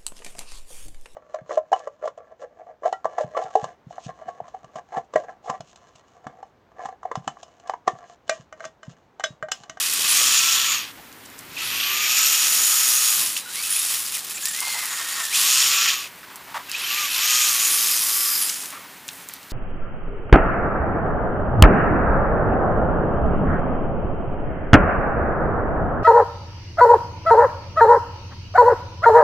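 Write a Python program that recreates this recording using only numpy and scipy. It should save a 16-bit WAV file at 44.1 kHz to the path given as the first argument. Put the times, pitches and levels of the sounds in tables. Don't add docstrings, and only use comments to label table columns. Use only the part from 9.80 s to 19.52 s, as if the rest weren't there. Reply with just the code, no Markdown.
import sys
import numpy as np
from scipy import signal
from scipy.fft import rfft, irfft, next_fast_len
from scipy.io import wavfile

SR = 44100
rng = np.random.default_rng(int(sys.argv[2]) if len(sys.argv) > 2 else 0)


def wav_record(signal):
    frames = np.transpose(np.atleast_2d(signal))
    bounded = np.clip(frames, -1, 1)
    quanta = np.round(bounded * 32767).astype(np.int16)
    wavfile.write(sys.argv[1], SR, quanta)


def volts(x):
    e = np.asarray(x, float) / 20
    return 10 ** e


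N = 428641
TIME = np.arange(N) / SR

# time in seconds, commutator rate in Hz, hum in dB as the load changes.
MOTOR_RUNS = [
    [(0.27, 830, -45), (0.394, 1260, -43), (0.556, 1345, -39), (0.886, 1330, -35), (1.002, 1252, -47),
     (1.04, 1140, -49)],
    [(1.76, 229.7, -80), (1.852, 990, -54), (1.9, 1075, -50), (2.104, 1179, -37.5), (2.452, 1299, -41),
     (3.072, 1285, -44), (3.126, 1231, -43), (3.266, 1301, -44), (3.5, 950, -46)],
    [(5.56, 644, -69), (5.602, 1030, -42), (5.74, 1306, -40), (6.064, 1357, -38), (6.2, 1215, -49)],
    [(6.88, 141, -67), (7.01, 890, -57), (7.05, 1094, -46), (7.208, 1232, -33), (7.27, 1114, -39),
     (7.285, 985, -53)],
    [(7.285, 1002, -53), (7.36, 990, -45), (7.45, 1229, -35), (7.55, 1245, -36.5), (7.7, 1205, -40),
     (7.76, 1108, -41), (7.85, 1145, -44), (8.17, 1165, -46), (8.185, 1035, -47)],
    [(8.185, 1035, -50), (8.235, 1040, -47), (8.265, 1135, -47), (8.526, 1168, -42), (8.605, 1140, -59),
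     (8.615, 1040, -58), (8.665, 965, -60), (8.675, 940, -66)],
]


def rms_one(x):
    return x / np.sqrt(np.mean(x ** 2) + 1e-20)


def in_time(rows):
    s, *columns = np.transpose(rows)
    return [np.interp(TIME, s, column) for column in columns]


def gate(start, end, fade=0.02):
    return np.clip(np.minimum(TIME - start, end - TIME) / fade, 0, 1)


def drift(rate_hz):
    r = np.exp(-2 * np.pi * rate_hz / SR)
    slow = signal.lfilter([1], [1, -2 * r, r * r], rng.standard_normal(N + SR))
    return rms_one(slow[SR:])


def colour(x, spectrum):
    hz, db = np.transpose(spectrum)
    size = next_fast_len(N)
    log_hz = np.log(np.maximum(np.arange(size // 2 + 1) * SR / size, 1))
    outside = np.maximum(np.log(hz[0]) - log_hz, 0) + np.maximum(log_hz - np.log(hz[-1]), 0)
    gain = volts(np.interp(log_hz, np.log(hz), db) - 60 * outside)
    return rms_one(irfft(rfft(x, size) * gain, size)[:N])


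def resonate(x, hz, width_hz):
    r = np.exp(-np.pi * width_hz / SR)
    poles = [1, -2 * r * np.cos(2 * np.pi * hz / SR), r * r]
    return signal.lfilter([(1 - r * r) / 2, 0, (r * r - 1) / 2], poles, x)


def butter(x, hz, kind, order=4):
    return signal.sosfilt(signal.butter(order, hz, kind, fs=SR, output="sos"), x)


def rough_tone(turns, clean, width_hz):
    clean = np.clip(clean, 0, 1)
    smear = drift(width_hz) + 1j * drift(width_hz)
    swing = clean + np.sqrt((1 - clean ** 2) / 2) * smear
    return np.sqrt(2) * np.imag(swing * np.exp(2j * np.pi * turns))


def bursts(events, width_share, held, rise_s, length=.025, release=1.):
    out, age = np.zeros(N + 8000), np.arange(8000) / SR
    noises = rng.standard_normal((len(events), len(age)))
    for (s, db, hz, *own_length), noise in zip(events, noises):
        lasts = max(own_length[0] if own_length else length, .004)
        decay = volts(-60 * np.maximum(age - held * lasts, 0) / (release * lasts))
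        shape = np.minimum(age / rise_s, 1) * decay
        puff = resonate(noise * shape, hz, width_share * hz)
        out[round(s * SR):][:len(age)] += volts(db) * puff / np.abs(puff).max()
    return out[:N]


def beam(db, best_m, near_loss_db, far_loss_db, reverse_db):
    # time in seconds, distance in m.
    place = [(0, 2.03), (.5, 1.4), (.8, 1.06), (1, 0.58), (1.8, 0.78), (2.25, 0.75), (2.75, 2.02),
             (3.5, 2.5), (3.75, 2.45), (4.2, 3.74), (4.8, 2), (5.5, 1.95), (6, 1), (6.2, 0.91), (6.9, 0.5),
             (7.5, 1.11), (8, 2.3), (8.8, 3.85)]
    # start in seconds, end in seconds.
    reversing = [
        (1.7, 3.2),
        (6.8, 8.7),
    ]
    away = in_time(place)[0] - best_m
    near_db = np.abs(near_loss_db) * np.maximum(-away, 0)
    far_db = np.abs(far_loss_db) * np.maximum(away, 0)
    turned_round = sum(gate(*span, fade=0.026) for span in reversing)
    return db - np.minimum(near_db + far_db, 30) + reverse_db * turned_round


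def motor(effort_db):
    shaft_db = [-27.5, -17, -26.5, -34, -33, -23]
    # frequency in Hz, gain in dB.
    whine_out = [(2000, -4), (9000, -6), (10300, -1), (11100, 1), (11700, -6), (12600, 0), (13200, -7),
                 (13800, -20), (14400, -28)]
    half_out = [(4500, -24), (5400, -7), (6200, -7), (6600, 0.5), (7100, 3), (7500, -3)]
    # level in dB above the effort, best place in m,
    # loss in dB per m nearer the bank, loss in dB per m beyond, extra dB in reverse.
    whine_beam = (-4, 4.5, 2.5, 6.5, 1.5)
    half_beam = (-11, 2.6, 2.5, 10.5, 3)
    teeth_per_segment = 10.7
    skirt_db = -15

    gates = [gate(run[0][0], run[-1][0]) for run in MOTOR_RUNS]
    hz, hum_db = in_time(np.vstack(MOTOR_RUNS))
    turns = np.cumsum(hz * (1 + 0.005 * drift(9))) / SR
    hum = rough_tone(turns, clean=.96, width_hz=20)
    hum += volts(-4) * rough_tone(2 * turns, clean=.2, width_hz=90)
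    hum += volts(shaft_db) @ gates * rough_tone(turns / 3, clean=1.0, width_hz=7.0)

    mesh_hz = teeth_per_segment * hz * (1 + 0.0097 * drift(14))
    mesh_turns = np.cumsum(mesh_hz) / SR
    whine_db = effort_db + beam(*whine_beam) + np.interp(mesh_hz, *np.transpose(whine_out)) + 0.84 * drift(11)
    whine = rough_tone(mesh_turns, clean=0, width_hz=300)
    skirt = volts(effort_db + skirt_db) * rough_tone(mesh_turns, clean=0, width_hz=1600)
    half_db = effort_db + beam(*half_beam) + np.interp(mesh_hz / 2, *np.transpose(half_out)) + 1.5 * drift(32)
    skirt += volts(half_db) * rough_tone(mesh_turns / 2, clean=0.22, width_hz=160)
    wavering_hum = volts(hum_db) * volts(0.51 * drift(2.9)) * hum
    return sum(gates) * (wavering_hum + volts(whine_db) * whine + skirt), turns / 10


def contacts(per_s, spread_db, smooth):
    sizes = volts(spread_db * np.minimum(rng.exponential(1, N), 3)) * np.clip(rng.standard_normal(N), -2, 2)
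    clicks = rms_one(sizes * (rng.random(N) < per_s / SR))
    return clicks + smooth * rng.standard_normal(N)


def rattle(effort_db, gear_turns):
    # frequency in Hz, level in dB per Hz.
    slush = [(180, -55), (300, -18), (440, -17.5), (630, -15), (1280, 0.5), (1600, -3.5), (2200, 0),
             (2860, -20), (4840, -120)]
    chassis = [(1120, -13.5), (1900, -5), (2210, -11), (2520, 0.5), (2780, -3), (3050, -0.5), (4700, -5.5),
               (6110, -15), (10300, -120)]
    gearbox = [(2530, -15), (4300, -8), (5350, -2.5), (6250, -2.5), (6880, 1), (7710, -2), (8800, -3.5),
               (11400, -27), (19400, -120)]
    teeth = [(4880, -55), (8300, -1), (10300, 10), (11700, 3.5), (12600, 7), (13200, 0.5), (15100, 5),
             (15800, -25.5)]
    # frequency in Hz, width in Hz, dB gained per octave of motor speed.
    shell = [(1140, 57, 0), (2596, 310, 6.5), (3222, 360, 30), (5040, 330, 5), (5645, 500, 28),
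             (6900, 400, 33), (13000, 260, 4), (9700, 350, -1)]
    # level in dB above the effort, best place in m,
    # loss in dB per m nearer the bank, loss in dB per m beyond, extra dB in reverse.
    part_beams = [
        (-16.5, 0.64, 9, 1, 1.8),
        (-0.5, 0.26, 58, 4, -1.3),
        (-3, 1.27, 15, 2, 0),
        (-4.5, 2, 9.5, 1, 1.5),
    ]
    shell_beams = [(-14, 0.1, 0.2, 6, -20), (-9, .8, 5, 11, 1.5), (-10.5, 1.1, 10, 14, 0.1),
                   (-30, 2.4, 21, 0.2, 18), (-9, 1.3, 5, 6, 3), (-8, 1.05, 1.1, 1.5, 0.1),
                   (-14, 1, 8, 3, 5), (-22, 2.5, 12, 8, 10)]
    # start in seconds, end in seconds.
    coasting = [
        (0.95, 1.4),
        (6.1, 7.1),
    ]
    coast_loss = (-.2, .2, .1, -0.15)
    top_hz, slowest_octaves = 1300, -0.3
    blade_db = 9

    fading_db = np.clip(effort_db + 22, -25, 0) * sum(gate(*span) for span in coasting)
    slush_db, chassis_db, gearbox_db, teeth_db = (
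        beam(*row) + share * fading_db for row, share in zip(part_beams, coast_loss))
    slush_db = slush_db + blade_db * gate(4.9, 5.5, fade=0.14)
    lumpy_crawl = gate(4.2, 5.5, fade=.05) * (1.0 * drift(21) + 1.2 * drift(120))
    jolts = volts(effort_db + 0.22 * drift(27) + 0.76 * drift(140) + lumpy_crawl)
    pace = np.maximum(np.log2(in_time(np.vstack(MOTOR_RUNS))[0] / top_hz), slowest_octaves)
    runout = 1 + 0.12 * np.sin(2 * np.pi * gear_turns)

    hits = contacts(per_s=2700, spread_db=1.5, smooth=1.3) * runout
    crunch = contacts(per_s=900, spread_db=-1.5, smooth=1.23)
    out = volts(slush_db + 0.33 * drift(46)) * colour(crunch, slush)
    for db, spectrum in ((chassis_db, chassis), (gearbox_db, gearbox), (teeth_db, teeth)):
        out += volts(db - 1.5 + 0.84 * drift(17.0)) * colour(hits, spectrum)
    for (hz, width_hz, speed_db), row in zip(shell, shell_beams):
        flexing = np.cumsum(hz + min(110, .03 * hz) * drift(5)) / SR
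        ringing = rough_tone(flexing, clean=0, width_hz=width_hz) * runout
        mode_db = beam(*row) + speed_db * pace + 0.16 * fading_db
        out += volts(mode_db + 1.5 * drift(2.5) + 1.5 * drift(47)) * ringing
    return jolts * out


def crawl():
    # time in seconds, whine in Hz, whine in dB.
    manoeuvres = [
        [(3.655, 1450, -43), (3.693, 1490, -43), (3.71, 1560, -56), (3.745, 1850, -43), (3.78, 2230, -39),
         (3.815, 2290, -38), (3.825, 2400, -52)],
        [(3.83, 2530, -41), (3.872, 2680, -37), (3.885, 3050, -46), (3.93, 3280, -41), (3.968, 3520, -38),
         (3.99, 3700, -41), (4.03, 3700, -38), (4.07, 3720, -45)],
        [(4.342, 3600, -36), (4.356, 2600, -37), (4.372, 2050, -41), (4.39, 1750, -46), (4.4, 1590, -57)],
        [(4.625, 1690, -48), (4.69, 1880, -39), (4.715, 1702, -44.5), (4.785, 2120, -37), (5.002, 2063, -40.5),
         (5.16, 1820, -43), (5.33, 1860, -41.5), (5.5, 1753, -38)],
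        [(5.5, 1758, -39), (5.52, 2000, -36), (5.54, 2650, -28), (5.56, 3600, -29), (5.58, 4300, -36)],
        [(6.876, 1600, -50), (6.905, 1680, -46), (6.916, 2200, -48), (6.927, 3000, -36), (6.938, 3350, -42)],
    ]
    on = sum(gate(part[0][0], part[-1][0], fade=0.0074) for part in manoeuvres)
    hz, whine_db = in_time(np.vstack(manoeuvres))
    turns = np.cumsum(hz * (1 + .014 * drift(55))) / SR
    whine = rough_tone(turns, clean=.88, width_hz=100)
    whine += volts(-8) * rough_tone(2 * turns, clean=.2, width_hz=150)
    return on * volts(whine_db + 1.7 + 1.4 * drift(30)) * whine


def chopper():
    # start in seconds, end in seconds, pitch in Hz, level in dB.
    whistles = [
        (3.6, 3.8, 3925, -45.),
        (4.46, 4.8, 3925, -52.),
        (1.36, 1.48, 9150, -60.),
        (6.34, 6.47, 9150, -60.),
    ]
    out = np.zeros(N)
    for start, end, hz, db in whistles:
        octave = volts(-16) * (hz < 6000) * np.sin(4 * np.pi * hz * TIME)
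        out += volts(db) * gate(start, end) * (np.sin(2 * np.pi * hz * TIME) + octave)
    return out


def slips():
    # start in seconds, peak in dB, first pitch in Hz, last pitch in Hz, length in seconds.
    glides = [(1.766, -26, 2700, 2350, 0.015), (1.797, -30, 3020, 2650, 0.014),
              (1.814, -35, 1330, 1300, 0.028), (4.542, -39, 1950, 1750, 0.014),
              (4.543, -39, 2700, 2550, .02), (6.886, -34, 2800, 2550, .022), (6.942, -22, 2300, 2700, .016),
              (7.012, -27, 2400, 2700, .014), (7.04, -24, 2950, 3250, .016), (7.066, -26, 2550, 2650, .016)]
    out = np.zeros(N)
    for s, db, from_hz, to_hz, length in glides:
        part = np.arange(round(length * SR)) / (length * SR)
        cycles = length * part * (from_hz + (to_hz - from_hz) * part / 2)
        tone = np.sin(np.pi * part) ** .5 * np.sin(2 * np.pi * cycles)
        out[round(s * SR):][:len(part)] += volts(db) * tone
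    return out


def gear_squeaks():
    # start in seconds, peak in dB, pitch in Hz, length (t60 for the first two) in seconds.
    lash = [(3.564, -13.5, 2800, 0.025), (4.572, -25, 2494, 0.063), (5.548, -31, 2570, 0.056),
            (1.947, -22, 2900, .04), (1.998, -15, 3170, 0.053), (2.03, -15, 2970, .06),
            (2.063, -19, 3025, .04), (2.082, -16, 2576, 0.049), (2.242, -24, 2780, .05),
            (2.28, -30, 2430, 0.079), (2.374, -16, 2494, .06), (2.429, -23, 2460, 0.062),
            (2.54, -14, 3070, .05), (7.103, -19, 3000, .06), (7.172, -16, 2380, 0.058),
            (7.247, -24, 3056, 0.045), (7.358, -26, 2430, .06), (7.6, -18, 3170, 0.062),
            (7.643, -15, 3220, 0.052)]
    squeals = [(0.2823, -12.5, 9900, 0.057), (0.309, -13, 10450, 0.052), (1.8432, -25, 10300, 0.04),
               (3.7487, -23, 9850, 0.038), (3.8252, -21, 9500, 0.034), (3.902, -13, 9850, 0.059),
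               (3.9244, -16, 10000, 0.046), (3.9524, -11.5, 10530, 0.053), (3.9853, -15, 10600, 0.041),
               (4.0194, -18, 11100, 0.032), (4.0594, -20, 9830, 0.04)]
    binds = [(4.25, -28, 4900, 0.027), (4.34, -24, 9200, 0.036), (4.54, -23.5, 7450, 0.04),
             (4.61, -29, 7500, 0.019), (4.625, -22, 6900, .03), (4.625, -26, 10000, 0.025),
             (4.68, -21, 7500, .025), (4.695, -27, 9900, 0.045), (4.725, -22, 7200, .02),
             (4.85, -26.5, 4300, .12), (4.89, -27, 6900, .09), (5.09, -25.5, 6900, 0.098),
             (5.28, -26, 7000, .06), (5.35, -25.5, 7100, 0.12), (5.31, -28, 4600, .06),
             (5.54, -15, 7300, 0.036), (7.78, -15, 6804, 0.13), (7.91, -14, 9700, .07),
             (3.955, -24, 2540, .02), (3.79, -25, 4500, .025)]
    out = bursts(lash, width_share=0.12, held=0.033, rise_s=0.0032)
    out += bursts(squeals, width_share=0.016, held=0.31, rise_s=0.0029)
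    return out + bursts(binds, width_share=.05, held=0.76, rise_s=0.0075)


def blade_knocks():
    # start in seconds, peak in dB, centre in Hz, length in seconds.
    lumps = [(1.173, -36, 850, 0.029), (4.815, -25.5, 988, 0.026), (4.865, -27, 855, 0.026),
             (4.934, -26, 890, 0.053), (5.026, -26.5, 1170, 0.031), (5.107, -28, 1160, 0.038),
             (5.193, -24.5, 1148, 0.028), (5.363, -27, 1095, 0.035), (5.4, -23.5, 1160, 0.028),
             (6.43, -33, 1490, 0.023), (6.47, -36, 950, 0.023), (6.499, -35, 1100, .025),
             (6.533, -35, 1010, 0.057), (6.59, -35, 1030, 0.032), (6.669, -34, 895, 0.062),
             (6.742, -19, 930, 0.041), (6.79, -29.5, 1000, 0.032), (8.696, -28.5, 1411, 0.017),
             (8.832, -30.5, 1140, 0.015), (8.924, -29, 1120, 0.017), (8.943, -31, 1250, 0.02),
             (8.962, -32, 1160, 0.019), (9.003, -35, 990, 0.022), (9.038, -37, 1050, .025)]
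    # multiple of the centre frequency, level in dB, width as a share of the frequency.
    modes = [(1, -1.5, 0.23), (1.48, -6.5, 0.31), (2.05, -10, .15), (3, -10, 0.99)]
    knocks = sum(volts(db) * bursts(np.array(lumps) * [1, 1, ratio, 1],
                                  width_share=share, held=.9, rise_s=.001, release=.5)
                 for ratio, db, share in modes)
    return butter(knocks, 590, "high")


def rut_thumps():
    # start in seconds, peak in dB, centre in Hz, length in seconds.
    ruts = [
        (0.187, -32, 275, 0.026),
        (0.406, -27.5, 272, 0.015),
        (2.798, -30, 462, 0.039),
        (3.399, -39, 312, 0.067),
        (7.899, -38, 349, 0.046),
    ]
    return bursts(ruts, width_share=2.3, held=0.72, rise_s=0.0045)


def crust():
    # start in seconds, peak in dB, centre in Hz.
    cracks = [(0.136, -2, 10900), (0.3727, 3, 6700), (1.3269, -27, 5670), (1.5905, -20, 7500),
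              (1.875, -12, 3530), (1.889, -20, 4200), (1.911, -24, 5000), (3.9514, -22, 10500),
              (3.4126, -4, 4900), (3.462, -7, 5800), (3.566, -18, 6490), (3.579, -19, 5000),
              (4.11, -10, 11000), (4.1394, -6, 10500), (4.146, -9, 10400), (4.352, -9, 6000),
              (4.2215, -13, 11500), (4.392, -18, 4970), (4.406, -20, 11000), (4.5215, -20, 10260),
              (4.672, -15, 10000), (4.9032, -16, 6870), (5.0558, -7, 9000), (5.2284, -16, 6970),
              (5.452, -9, 8900), (4.4473, -16, 11900), (4.501, -12, 9940), (4.6554, -2, 7000),
              (4.7563, -22, 4540), (4.7735, -12, 9700), (4.8045, -6, 8000), (4.8519, -11, 6006),
              (6.558, -16, 12000), (6.8965, -19, 11000), (6.9155, -6.5, 5900), (7.1796, -22, 13000),
              (8.8583, -14, 6340), (8.9044, -18, 6340), (9.2807, -15, 8500), (9.2883, -10, 3470),
              (9.332, -24, 8900), (9.4878, -14.5, 9900), (9.497, -22, 2000), (9.5372, -16, 14000),
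              (9.6305, -26, 4740)]
    ticks = [(1.318, -36, 3800), (1.462, -35, 6000), (1.501, -33, 7060), (1.582, -31, 2400),
             (1.608, -31, 10000), (1.651, -36, 9700), (6.358, -35, 9000), (6.83, -41, 3880),
             (9.232, -44, 2000), (9.565, -31, 3000), (9.638, -37, 8000), (9.711, -26, 5000)]
    # start in seconds, peak in dB, centre in Hz, length in seconds.
    sifting = [(1.448, -33, 7000, 0.016), (1.572, -36, 7000, 0.029), (9.3, -34, 9500, 0.11),
               (9.385, -36, 9500, 0.075), (9.49, -36, 4000, 0.1), (9.69, -29.5, 4450, 0.04),
               (8.688, -13, 5500, 0.015), (8.736, -19, 6060, 0.011)]
    snaps = volts(-2.5) * bursts(cracks, width_share=.9, held=0, rise_s=.0002, length=.004)
    snaps += bursts(ticks, width_share=.9, held=0, rise_s=.0002, length=.006)
    crumbs = volts(-14) * bursts(cracks, width_share=.8, held=0, rise_s=.002, length=.05)
    crumbs += bursts(sifting, width_share=.5, held=.8, rise_s=.015, release=.6)
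    return butter(snaps + crumbs, 950, "high", order=2)


def yard():
    # frequency in Hz, level in dB.
    murmur = [(15, -51), (25, -20), (96, -9), (174, -3), (255, -6.5), (654, -8.5), (857, -4.5),
              (1010, -3.5), (1150, -4.5), (2030, -4), (2330, -6), (5500, -13.5), (9990, -15), (14600, -11),
              (15800, -13)]
    # time in seconds, half length in seconds, rumble in dB and drone in dB above rest.
    cars = [(.3, .3, 4, 10.5), (1.25, 0.71, 4, 7), (1.952, 0.31, 11, 7.5), (2.752, 0.11, 3, 11),
            (3.409, 0.1, 12, 12), (5.699, .3, -8, -2), (6.898, 0.32, 4, -5), (8.401, 0.7, -6, 7)]
    # pitch in Hz, start in seconds, end in seconds, level in dB.
    machinery = [(274, -1, 2.8, -60), (274, 5.8, 11, -63), (385, 5.8, 8.9, -64), (235, .2, 2.1, -64),
                 (105, .8, 2.1, -63)]
    murmur_db, rumble_rest_db, drone_rest_db = -40.5, -65, -57

    swells = sum(np.outer(rise_db, np.exp(-((TIME - s) / half) ** 2)) for s, half, *rise_db in cars)
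    rumble_db, drone_db = swells + np.array([[rumble_rest_db], [drone_rest_db]])
    rumble = rms_one(butter(rng.standard_normal(N), [55, 150], "band", order=2))
    drone = rms_one(butter(rng.standard_normal(N), [160, 480], "band", order=1))
    hum = sum(volts(db) * gate(start, end, fade=0.79) * rough_tone(hz * TIME, clean=1.0, width_hz=4.4)
              for hz, start, end, db in machinery)
    hiss = butter(colour(rng.standard_normal(N), murmur), 146, "high", order=1)
    out = volts(murmur_db - 3 + 1.0 * drift(1.6) + 0.45 * drift(29)) * hiss
    return out + volts(rumble_db - 2.5) * rumble + volts(drone_db - 4.0) * drone + hum


def scene():
    # time in seconds, effort in dB.
    effort = [
        [(0.0, -21), (0.108, -24), (0.348, -17), (0.612, -19), (0.948, -21.5), (1.114, -38.5), (1.13, -56),
         (1.16, -61)],
        [(1.68, -53), (1.795, -28.5), (1.89, -26), (2.37, -20), (3.324, -19), (3.46, -21.5), (3.558, -28),
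         (3.57, -22.5), (3.63, -38)],
        [(3.66, -39.5), (3.762, -28), (3.936, -22.5), (4.152, -19.5), (4.16, -21), (4.316, -28), (4.344, -22.5),
         (4.42, -32.5)],
        [(4.45, -30), (4.464, -32), (4.648, -31), (4.654, -24.5), (4.704, -30.5), (4.798, -28), (5.2, -29),
         (5.5, -29.5)],
        [(5.52, -26), (5.56, -17.5), (5.76, -18), (6.09, -20.5), (6.27, -34), (6.314, -57), (6.33, -68)],
        [(6.86, -41.5), (6.93, -30), (7.01, -25.5), (7.18, -23.5), (7.3, -24.5), (7.5, -19.5), (8.65, -21.5),
         (8.87, -31), (9.06, -53)],
    ]
    effort_db, = in_time(np.vstack(effort))
    drive, gear_turns = motor(effort_db)
    near = drive + crawl() + chopper() + slips() + gear_squeaks()
    near += blade_knocks() + rut_thumps() + crust()
    echo = np.roll(signal.lfilter([.4], [1, -.6], near), round(0.02 * SR))
    mono = near + volts(-11.0) * echo + rattle(effort_db, gear_turns) + yard()
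    return np.tile(mono, (2, 1))


def low_pass(x):
    return signal.sosfilt(signal.butter(12, 16690, fs=SR, output="sos"), x)


def record(dry):
    rounded = .8 * np.tanh(dry / .8)
    top_cut = signal.ellip(12, .3, 75, 15520, fs=SR, output="sos")
    mix = signal.sosfilt(top_cut, rounded)
    return low_pass(mix)


dry = scene()
out = record(dry)
wav_record(out)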